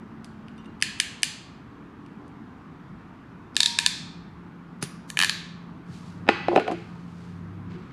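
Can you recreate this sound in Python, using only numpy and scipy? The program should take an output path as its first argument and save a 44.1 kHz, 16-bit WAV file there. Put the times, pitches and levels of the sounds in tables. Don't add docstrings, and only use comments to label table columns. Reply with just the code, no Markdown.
import sys
import numpy as np
from scipy import signal
from scipy.fft import irfft
from scipy.io import wavfile
from scipy.ndimage import uniform_filter1d

SR = 44100
rng = np.random.default_rng(int(sys.argv[2]) if len(sys.argv) > 2 else 0)


def amplitude_ratio(level_db):
    exponent = np.asarray(level_db, float) / 20
    return 10 ** exponent


def waveform_to_disk(signal):
    frames = np.transpose(np.atleast_2d(signal))
    scaled = np.clip(frames, -1, 1) * 32767
    samples = np.round(scaled).astype(np.int16)
    wavfile.write(sys.argv[1], SR, samples)


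N = 349272

# (time [s], peak [dB], handle re peak [dB], low jaw re peak [dB], tick re peak [dB])
SLOW_TEETH = [
    (.8236, -1.8, 2.5, 0.31, 1.5),
    (1.0004, -0.46, -2, -0.89, 1.8),
    (1.2314, -1.5, -3, -2, 2.7),
]
FAST_TEETH = [
    (3.5657, -2.5, -0.5, -4.5, -0.5),
    (3.6039, 0, -4, -8.5, -2.5),
    (3.6314, -1.5, -5.5, -10.5, -3.5),
    (3.6593, 0.5, -8, -11, -3.5),
    (3.7878, 0, -1, 0, 1),
    (3.8622, 0, -0.5, -5, -0.5),
]
RELEASE = [
    (5.1016, -16, -0.5, -5, 7),
    (5.1717, -9.5, 7, 7.5, 4.5),
    (5.1898, -5, 4, 1, 1.5),
    (5.2016, -7.5, 8, 3, -1.5),
    (5.2141, -4.5, 2, 2, -2),
    (5.2244, -4.5, 5, -3, -2),
    (5.2343, -6.5, 9, 0, -2),
    (5.2459, -7, 6, -3.5, -1.5),
    (5.2953, -6.5, 2, -6.5, -6.5),
]
TICKS = [(.2445, -32, -15.5, -7.5, 1), (.25, -42.5, -26, -6, 0.5), (.4828, -36, -0.5, 5, -6),
         (.579, -43.5, -15.5, -1.5, -1.5), (.6453, -46.5, -10, 5, -2), (.658, -46, -4, 5, -0.5),
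         (.803, -41.5, -12.5, -1.5, 1), (.8132, -29, -13, -2.5, 1.5), (.99, -38.5, -20, -13.5, 14),
         (1.221, -37.5, -21.5, -14, 13.5), (2.0625, -45, -10, -1, -4), (2.28, -52, -9.5, -7.5, 5),
         (3.546, -41.5, -13.5, -8, -4), (3.5549, -30, -11, -9.5, -6.5)]
SNAP = [
    (4.8261, -17, -34, 0.015, 0),
    (4.837, -26, 2, 0.005, 0),
]
# (frequency [Hz], level [dB], t60 [s])
JAWS_OPEN = [(2225, -3.5, 0.011), (2650, -2, 0.0076), (2930, 2, 0.005), (3560, -5, 0.0066),
             (3880, -5.5, 0.0032), (4570, -3, 0.0047), (5010, -8.5, 0.011), (5584, -15.5, 0.0098),
             (6180, -9, 0.007), (7680, -6.5, 0.0033), (8600, -11.5, 0.0065), (9510, -8.5, 0.0069),
             (10750, -18, 0.012), (12900, -25, 0.0024)]
JAWS_LOADED = [(2271, -4, 0.0044), (2700, -2.5, 0.0061), (2909, -6.5, 0.0087), (3500, -3, 0.0054),
               (3876, -2.5, 0.0081), (4300, -4, 0.0047), (4470, -6, 0.0087), (5130, -7.5, 0.004),
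               (6320, -10, 0.0047), (7260, -8, .005), (8230, -8.5, 0.0047), (9250, -13, 0.003),
               (10500, -15.5, 0.0057), (12110, -23.5, .003)]
JAWS_FREE = [(1360, -13, 0.0078), (2000, -9.5, 0.0031), (2450, -1, 0.0075), (2650, -5, 0.0066),
             (2940, -2, 0.0087), (3930, -1.5, 0.0035), (4480, -5, 0.0054), (5260, -11.5, 0.0045),
             (5925, -6, 0.003), (6800, -4.5, 0.0031), (7450, -8, 0.0031), (8400, -9.5, 0.0028),
             (9660, -8.5, .004), (10780, -11, 0.0044), (13000, -16.5, 0.0036)]
JAWS_SNAP = [(2720, -10, 0.01), (4990, -2, 0.024), (6300, -1, 0.02), (8170, -10, 0.0066), (9750, 5.5, .012),
             (10950, -2.5, 0.013), (13160, -7, .005)]
# (frequency [Hz], level [dB], t60 [s])
GRIP_MODES = [(627.7, -6.5, 0.016), (860, -2.5, 0.012), (1130, 0.5, .018)]
GRIP_DB = [-36, -26.5, -28, -30, -40]
# (time [s], frequency [Hz], level [dB], t60 [s])
PAWL = [(.824, 2050, -13, .01), (0.999, 2933, -11, .018), (1.001, 4704, -10, 0.011),
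        (1.233, 2910, -12, 0.011), (3.606, 3750, -11.5, .01), (3.631, 3500, -8, .007),
        (3.6592, 3670, -9.5, .007), (3.863, 3850, -9.5, 0.009), (5.172, 2430, -9.5, 0.0096),
        (5.19, 2510, -13, .015), (5.201, 2550, -12.5, 0.013), (5.215, 2465, -19, .015),
        (5.225, 3050, -23, 0.012), (5.235, 3100, -26.5, 0.011), (5.246, 3000, -18, 0.019),
        (5.295, 3130, -13, 0.011)]
# (time [s], frequency [Hz], level [dB], t60 [s])
RINGS = [(.579, 2800, -54, .2), (.579, 3003, -58, .2), (.579, 3620, -53, 0.11), (.581, 5800, -60, 0.08),
         (.58, 8600, -71, .06), (.657, 8620, -63, .06), (.646, 3714, -52, .05), (.655, 2800, -56, 0.3),
         (6.292, 1722, -44, 0.95), (6.292, 1980, -37, 1), (6.292, 2540, -36, 0.77),
         (6.292, 3910, -47, 0.85), (6.292, 4460, -49, 0.78), (.826, 4330, -37.5, 0.44),
         (.826, 2455, -41, 0.46), (1.003, 2800, -45, 0.67), (1.003, 4387, -48, .5),
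         (1.234, 2800, -49, 0.32), (1.234, 4334, -54, 0.36), (5.25, 1742, -47, 0.2), (5.298, 4300, -38, .3),
         (6.291, 335, -20.5, 0.25), (6.292, 2000, -35, 0.53), (6.29, 2610, -33, 0.38),
         (6.291, 1440, -44, 1), (6.292, 3360, -45, 1), (6.487, 346, -21.5, 0.44),
         (6.564, 2700, -25.5, 0.11), (6.564, 2970, -28, 0.084), (6.564, 372, -14.5, 0.16),
         (6.59, 1450, -30, 0.32), (6.599, 430, -23.5, 0.35), (6.718, 335, -23, 0.2), (5.9, 90, -38, 0.38),
         (7.76, 355, -40.5, 0.19), (6.291, 1080, -36, .12), (3.864, 1010, -28, .03), (4.83, 9600, -49, .25)]
# (time [s], length [s], level [dB])
SPRING = [
    (3.606, 0.064, -45.5),
    (3.67, 0.11, -41.5),
    (3.797, 0.066, -42.5),
]
# (time [s], peak [dB], boom re thud [dB], edge re thud [dB], tick re edge [dB])
KNOCKS = [(4.825, -20, 12, 6, 7), (6.267, -33.5, -7, 0, -15), (6.2778, -20, 2, -2, -9),
          (6.2884, 0.5, 0.5, 0, -7), (6.478, -42, -5, 9, 10), (6.483, -9, -12, -9, -10),
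          (6.554, -20.5, -7, -6, 0), (6.516, -18.5, -8, -26, -6), (6.527, -13.5, 7, -21, -7),
          (6.56, -2, 1, -6.5, -2), (6.575, -7.5, 2, -6, -7), (6.597, -14.5, -16, 9, 1.5),
          (6.61, -39, -7, 4, 10), (6.617, -19, 11, -18, -5), (6.678, -17.5, -11, 3, 1),
          (6.7126, -26, -3, 8, 9), (6.717, -21, 5, -11, 0), (6.72, -32, -1, 8, 13.5)]
# (frequency [Hz], level [dB], t60 [s])
BENCH = [(209, -12, 0.052), (335, -3, 0.027), (430, -10, 0.073), (510, 4, 0.014), (729, 2, 0.021),
         (812, -2.5, 0.037), (987, -1.5, 0.012)]
EDGE = [(1235, -2, 0.032), (1450, 0, 0.025), (1773, -2, 0.031), (2000, -3, 0.019), (2190, 0, 0.013),
        (2554, 2.5, 0.016), (2800, -2.5, 0.015), (2980, 0.5, 0.0082), (3500, -9.5, .012),
        (3933, -8.5, 0.021), (4950, -12, 0.012), (5470, -22, 0.01), (6370, -19.5, 0.007)]
# (frequency [Hz], level [dB], t60 [s])
THUMP = [(119, -4, 0.07), (148, -4, 0.093), (224, -4, 0.059)]
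# (peak time [s], rise [s], fall [s], level [dB])
SLIDE = [
    (6.53, 0.02, 0.046, -14),
    (6.58, 0.03, 0.043, -10),
    (6.702, 0.049, 0.055, -16),
]
# (peak time [s], rise [s], fall [s], level [dB], tilt [dB/octave])
RUB = [
    (4.827, 0.016, 0.047, -36.5, 2),
    (4.88, 0.035, .22, -65, -6),
    (5.098, 0.023, 0.012, -49, 8),
    (5.945, 0.096, 0.23, -54.5, 0.8),
    (6.08, 0.12, 0.22, -58.5, 0.5),
    (6.8, .15, 0.8, -61, -3),
    (7.25, .5, 0.32, -62, -0.5),
    (7.71, 0.032, 0.46, -54.5, -7.5),
    (6.56, 0.11, 0.21, -53, -2),
]
# (frequency [Hz], density [dB/Hz])
RUB_TONE = [(1180, -72), (2000, -1), (3210, -4.5), (4590, -3), (5310, -7.5), (6300, -8.5), (10600, -18),
            (14000, -34)]
# (frequency [Hz], t60 [s])
GARAGE = [(300, 0.45), (1000, 0.67), (2500, 0.71), (5000, 0.62), (8000, 0.46), (13000, 0.26)]
# (frequency [Hz], level [dB])
WALLS = [(1000, 8), (2000, 1.5), (3000, -1), (4300, 1.5), (5400, 0), (7000, -1.5), (9000, -3),
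         (13000, -1.5)]
# (delay [s], level [dB])
ECHOES = [
    (.007, -15.5),
    (.009, -25),
    (0.0138, -27.5),
]
# (order [per turn], level [dB])
ENGINE = [(3, -41), (4, -44.5), (6, -53.5)]
# (frequency [Hz], level [dB])
EXHAUST = [(80, -32), (90, -10), (98, 0.5), (104, -4.5), (125, -9.5), (138, 1), (155, -35)]
# (start [s], end [s], frequency [Hz], first level [dB], last level [dB])
DRONE = [
    (0, 1.047, 220.5, -45.5, -55),
    (1.598, 2.445, 288.2, -60, -50),
    (3.7, 7.896, 172.2, -49.5, -40),
]
# (frequency [Hz], density [dB/Hz])
ROAD = [(15, -50.5), (25, -22.5), (82, -6), (114, -4.5), (166, -1), (200, -0.5), (285, -4), (317, -8),
        (476, -16), (531, -23), (1100, -15), (1480, -20), (2160, -28), (9320, -55.5), (16000, -63)]
# (time [s], level [dB])
TRAFFIC = [(0, -0.7), (.7, 0.9), (1.1, -1.5), (2.4, 0), (3.6, -0.5), (5.4, -1.5), (6.3, 2), (7.1, -1.7),
           (7.7, 2), (7.92, 2)]

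HANDLE_HZ, HANDLE_DB, HANDLE_T60_S = 1725, -13, 0.022
HANDLE_HOLD_S = 0.0073
REBOUND_GAIN, REBOUND_S = 0.38, 0.0016
SPRING_HZ, SPRING_DB_PER_S = 940, -38.5
THUMP_S, THUMP_DB = 4.824, -24
STROKE_DB = 19
ENGINE_START_S, ENGINE_END_S = 5.0, 7.8
ENGINE_HZ, REV_HZ_PER_S = 16.8, 6.2
ROAD_DB, HISS_SHARE = -44, 0.3
DUCK_FROM_DB, DUCK_SHARE, RECOVER_DB_PER_S = -19, 0.43, 44


def pliers():
    out, t = np.zeros((2, N)), np.arange(6000) / SR
    handle = amplitude_ratio(HANDLE_DB + 2.5 - 60 * t / HANDLE_T60_S) * np.sin(2 * np.pi * HANDLE_HZ * t)
    handle *= (1 - np.exp(-t / 0.00085)) * np.exp(-(t / HANDLE_HOLD_S) ** 4)
    groups = [(SLOW_TEETH, JAWS_OPEN), (FAST_TEETH, JAWS_LOADED), (RELEASE, JAWS_FREE),
              (TICKS, JAWS_OPEN), (SNAP, JAWS_SNAP)]
    for (teeth, jaws), grip_db in zip(groups, GRIP_DB):
        hz = np.array(jaws)[:, :1]
        for s, db, handle_db, low_db, tick_db in teeth:
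            weight = amplitude_ratio(np.select([hz < 3400, hz > 5600], [low_db, tick_db], 0))
            click = struck((weight * ring(jaws, spread_db=1.2, detune=0.012)).sum(0), rise_s=0.0003)
            rebound = struck((weight * ring(jaws, spread_db=1.2, detune=0.012)).sum(0), rise_s=0.0003)
            add(click, REBOUND_S, REBOUND_GAIN * rebound)
            knock = ring(GRIP_MODES, spread_db=3.5, detune=0.065).sum(0)
            add(out[0], s, amplitude_ratio(db) * (click + amplitude_ratio(handle_db) * handle))
            add(out[0], s, amplitude_ratio(db + handle_db + grip_db) * knock)
            add(out[1], s, amplitude_ratio(db - 0.7) * spread(jaws, weight, click))
            add(out[1], s, amplitude_ratio(db) * (0.29 * click + amplitude_ratio(handle_db - 5) * handle))
    return out


def singing():
    out, t = np.zeros(N), np.arange(SR // 3) / SR
    for s, hz, db, t60 in RINGS + PAWL:
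        beat, turn = rng.random(2)
        neighbour_hz = hz + 10 + 25 * beat
        pair = np.sin(2 * np.pi * hz * t) + 0.54 * np.sin(2 * np.pi * (neighbour_hz * t + turn))
        add(out, s, amplitude_ratio(db - 60 * t / t60) * pair * (1 - np.exp(-t / 0.0012)))
    return out


def spring():
    out = np.zeros(N)
    for s, length_s, db in SPRING:
        fade_db = SPRING_DB_PER_S * np.arange(0, length_s, 1 / SR)
        add(out, s, tone(SPRING_HZ, db + fade_db, waver=0.2))
    return out


def bench():
    out, hz, t = np.zeros((2, N)), np.array(BENCH)[:, :1], np.arange(6000) / SR
    grit_band = signal.butter(3, [2600, 9000], "bandpass", fs=SR, output="sos")
    for s, db, boom_db, edge_db, tick_db in KNOCKS:
        boom = amplitude_ratio(boom_db * (hz < 480))
        thud = struck((boom * ring(BENCH, spread_db=1.5, detune=0.02)).sum(0), rise_s=0.0007)
        edge = amplitude_ratio(edge_db) * struck(ring(EDGE, spread_db=1.5, detune=0.015).sum(0), rise_s=0.0003)
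        grit = signal.sosfilt(grit_band, rng.standard_normal(len(t)) * amplitude_ratio(-60 * t / 0.021))
        tick = amplitude_ratio(edge_db + tick_db - 20.5) * struck(grit, rise_s=0.00072)
        gain = amplitude_ratio(db) / abs(thud + edge).max()
        add(out[0], s, gain * (thud + edge + tick))
        add(out[1], s, gain * (amplitude_ratio(-16.5) * thud + amplitude_ratio(2) * tick))
        add(out[1], s, gain * amplitude_ratio(-1.5) * spread(EDGE, np.ones(1), edge))

    jolt = struck(ring(THUMP, spread_db=0.5, detune=0).sum(0), rise_s=0.002)
    add(out[0], THUMP_S, amplitude_ratio(THUMP_DB) * jolt)

    body = struck(ring(BENCH, spread_db=3.5, detune=0.011).sum(0) * amplitude_ratio(-900 * t), rise_s=0.0014)
    body = signal.sosfilt(signal.butter(2, 1500, fs=SR, output="sos"), body)
    for s, rise_s, fall_s, db in SLIDE:
        slips = rng.standard_normal(9000) * (rng.random(9000) < 500 / SR)
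        chatter = signal.fftconvolve(slips, body)
        level = amplitude_ratio(db - 6.5) * stroke(rise_s, fall_s)
        add(out[0], s - rise_s, level * evened(chatter[:len(level)]))
    return out


def hands():
    out, hz = np.zeros(N), np.fft.rfftfreq(256, 1 / SR)[:, None]
    for s, rise_s, fall_s, db, tilt in RUB:
        colour_db = read(RUB_TONE, hz) + np.log2((hz + 1) / 4000) * tilt
        grain_db = 2.3 * rng.standard_normal(SR // 64)
        hiss = evened(shaped(colour_db + grain_db, size=256))
        level = stroke(rise_s, fall_s)
        add(out, s - rise_s, amplitude_ratio(db) * level * hiss[:len(level)])
    return out


def spread(modes, weight, sound):
    hz, db, _ = np.transpose(modes)
    f = np.fft.rfftfreq(512, 1 / SR)
    skirt = np.clip(f / hz[0], 0, 1) ** 4 * np.clip(hz[-1] / (f + 1), 0, 1) ** 6
    lag_s = 0.002 * (1 + np.sin(f / 400 + 2 * np.pi * rng.random()))
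    phase = -2j * np.pi * np.cumsum(lag_s) * f[1]
    burst = irfft(np.interp(f, hz, amplitude_ratio(db) * weight.ravel()) * skirt * np.exp(phase))
    burst = np.roll(burst, 60) * signal.windows.tukey(512, 0.2)
    return burst / np.linalg.norm(burst) * np.linalg.norm(sound)


def garage(x):
    taps = np.zeros(SR)
    at = np.arange(110, SR - 20, 12)
    taps[at + rng.integers(0, 12, len(at))] = rng.choice([-1., 1.], len(at))
    taps *= np.clip((np.arange(SR) / SR - 0.005) / 0.0061, 0.3, 1)
    hz, t, z = signal.stft(taps, SR, nperseg=256)
    decay_db = read(WALLS, hz)[:, None] - 60 * t / read(GARAGE, hz)[:, None]
    tail = signal.istft(z * amplitude_ratio(decay_db), SR, nperseg=256)[1]
    tail = amplitude_ratio(-9) * tail / np.linalg.norm(tail)
    for s, db in ECHOES:
        tail[round(s * SR)] += amplitude_ratio(db)
    return signal.fftconvolve(x, tail)[:N]


def motors():
    out = np.zeros(N)
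    for start, end, hz, first_db, last_db in DRONE:
        level_db = np.interp(np.arange(start, end, 1 / SR), [start, end], [first_db, last_db])
        add(out, start, tone(hz, level_db, waver=0.3))
    turn_hz = ENGINE_HZ + REV_HZ_PER_S * np.arange(0, ENGINE_END_S - ENGINE_START_S, 1 / SR)
    for order, db in ENGINE:
        order_hz = round(order) * turn_hz
        add(out, ENGINE_START_S, tone(order_hz, db + read(EXHAUST, order_hz), waver=0.25))
    return out


def road():
    hz, t = np.fft.rfftfreq(2048, 1 / SR), np.arange(N // 512 + 6) * 512 / SR
    rumble_db = np.interp(t, *np.transpose(TRAFFIC))
    hiss_db = HISS_SHARE * rumble_db
    low = np.clip(np.log(600 / (hz + 1)) / 0.41, 0, 1)[:, None]
    patches = uniform_filter1d(rng.standard_normal((len(t), len(hz))), size=8, axis=0)
    patches = evened(uniform_filter1d(patches, size=6, axis=1)).T
    steady_db = read(ROAD, hz)[:, None]
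    rms = np.sqrt(np.mean(shaped(steady_db + 0 * t, size=2048) ** 2))
    moving_db = steady_db + low * rumble_db + (1 - low) * hiss_db + 1.3 * patches
    return amplitude_ratio(ROAD_DB) / rms * shaped(moving_db, size=2048)[:N]


def ring(modes, spread_db, detune):
    hz, db, t60 = np.transpose(modes)[:, :, None]
    a, b = rng.standard_normal((2, len(modes), 1))
    t = np.arange(6000) / SR
    turns = np.arange(len(modes))[:, None] / 2 + 0.26 * rng.random(hz.shape)
    wave = np.sin(2 * np.pi * (hz * (1 + detune * b) * t + turns))
    return amplitude_ratio(db + spread_db * a - 60 * t / t60) * wave


def struck(sound, rise_s):
    sound = sound * (1 - np.exp(-(np.arange(len(sound)) / (rise_s * SR)) ** 2))
    return sound / abs(sound).max()


def stroke(rise_s, fall_s):
    t = np.arange(-rise_s, fall_s, 1 / SR)
    return amplitude_ratio(-STROKE_DB * np.maximum(-t / rise_s, t / fall_s)) * signal.windows.tukey(len(t), 0.1)


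def tone(hz, db, waver):
    drift = waver * evened(uniform_filter1d(rng.standard_normal(len(db)), size=3000))
    wave = np.sin(2 * np.pi * np.cumsum(hz + 0 * db) / SR + drift)
    return np.sqrt(2) * amplitude_ratio(db) * wave * signal.windows.tukey(len(db), 0.08)


def shaped(db, size):
    a, b = rng.standard_normal((2,) + db.T.shape)
    return signal.istft((a + 1j * b).T * amplitude_ratio(db), nperseg=size, noverlap=size * 3 // 4)[1]


def evened(x):
    return x / np.sqrt(np.mean(x ** 2) + 1e-20)


def read(points, hz):
    f, value = np.transpose(points)
    return np.interp(np.log(hz + 1), np.log(f + 1), value)


def add(mix, s, sound):
    part = mix[round(s * SR):][:len(sound)]
    part += sound[:len(part)]


def scene():
    near, far = pliers() + bench(), road() + motors()
    thin = spring() + singing()
    body = signal.butter(2, 90, "highpass", fs=SR, output="sos")
    treble = signal.butter(6, 13400, fs=SR, output="sos")
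    close = near[0] + thin + garage(near[1] + 0.31 * thin) + hands()
    close = signal.sosfilt(np.vstack([body, treble]), close)
    return np.array([close + far, close + far])


def ducked(x):
    power_db = 10 * np.log10(signal.lfilter([0.002], [1, -0.998], x[0] ** 2) + 1e-12)
    fall_db = np.arange(N) * RECOVER_DB_PER_S / SR
    held_db = np.maximum.accumulate(power_db + fall_db) - fall_db
    over_db = np.maximum(held_db - DUCK_FROM_DB, 0)
    return x / amplitude_ratio(DUCK_SHARE * signal.lfilter([0.005], [1, -0.995], over_db))


def roll_off(x):
    return signal.sosfilt(signal.butter(12, 16800, fs=SR, output="sos"), x)


def record(dry):
    top = signal.butter(4, [11600, 13800], "bandpass", fs=SR, output="sos")
    upper = signal.butter(2, 2500, "highpass", fs=SR, output="sos")
    capsule = signal.butter(4, 14800, fs=SR, output="sos")
    scramble, hiss = rng.standard_normal((2, N))
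    scramble = evened(uniform_filter1d(scramble, size=60))
    bright = signal.sosfilt(upper, dry[0])
    sharp = uniform_filter1d(abs(bright), size=200) > 0.03
    click_part = sharp * (amplitude_ratio(-28) * bright + amplitude_ratio(-36) * dry[0])
    apart = scramble * (amplitude_ratio(-5.5) * signal.sosfilt(top, dry[0]) + click_part)
    apart += amplitude_ratio(-86.5) * signal.sosfilt(top, hiss)
    parted = ducked(dry + np.array([apart, -apart]))
    mix = signal.sosfilt(capsule, 1.313 * np.tanh(parted / 1.34))
    return roll_off(mix)


dry = scene()
out = record(dry)
waveform_to_disk(out)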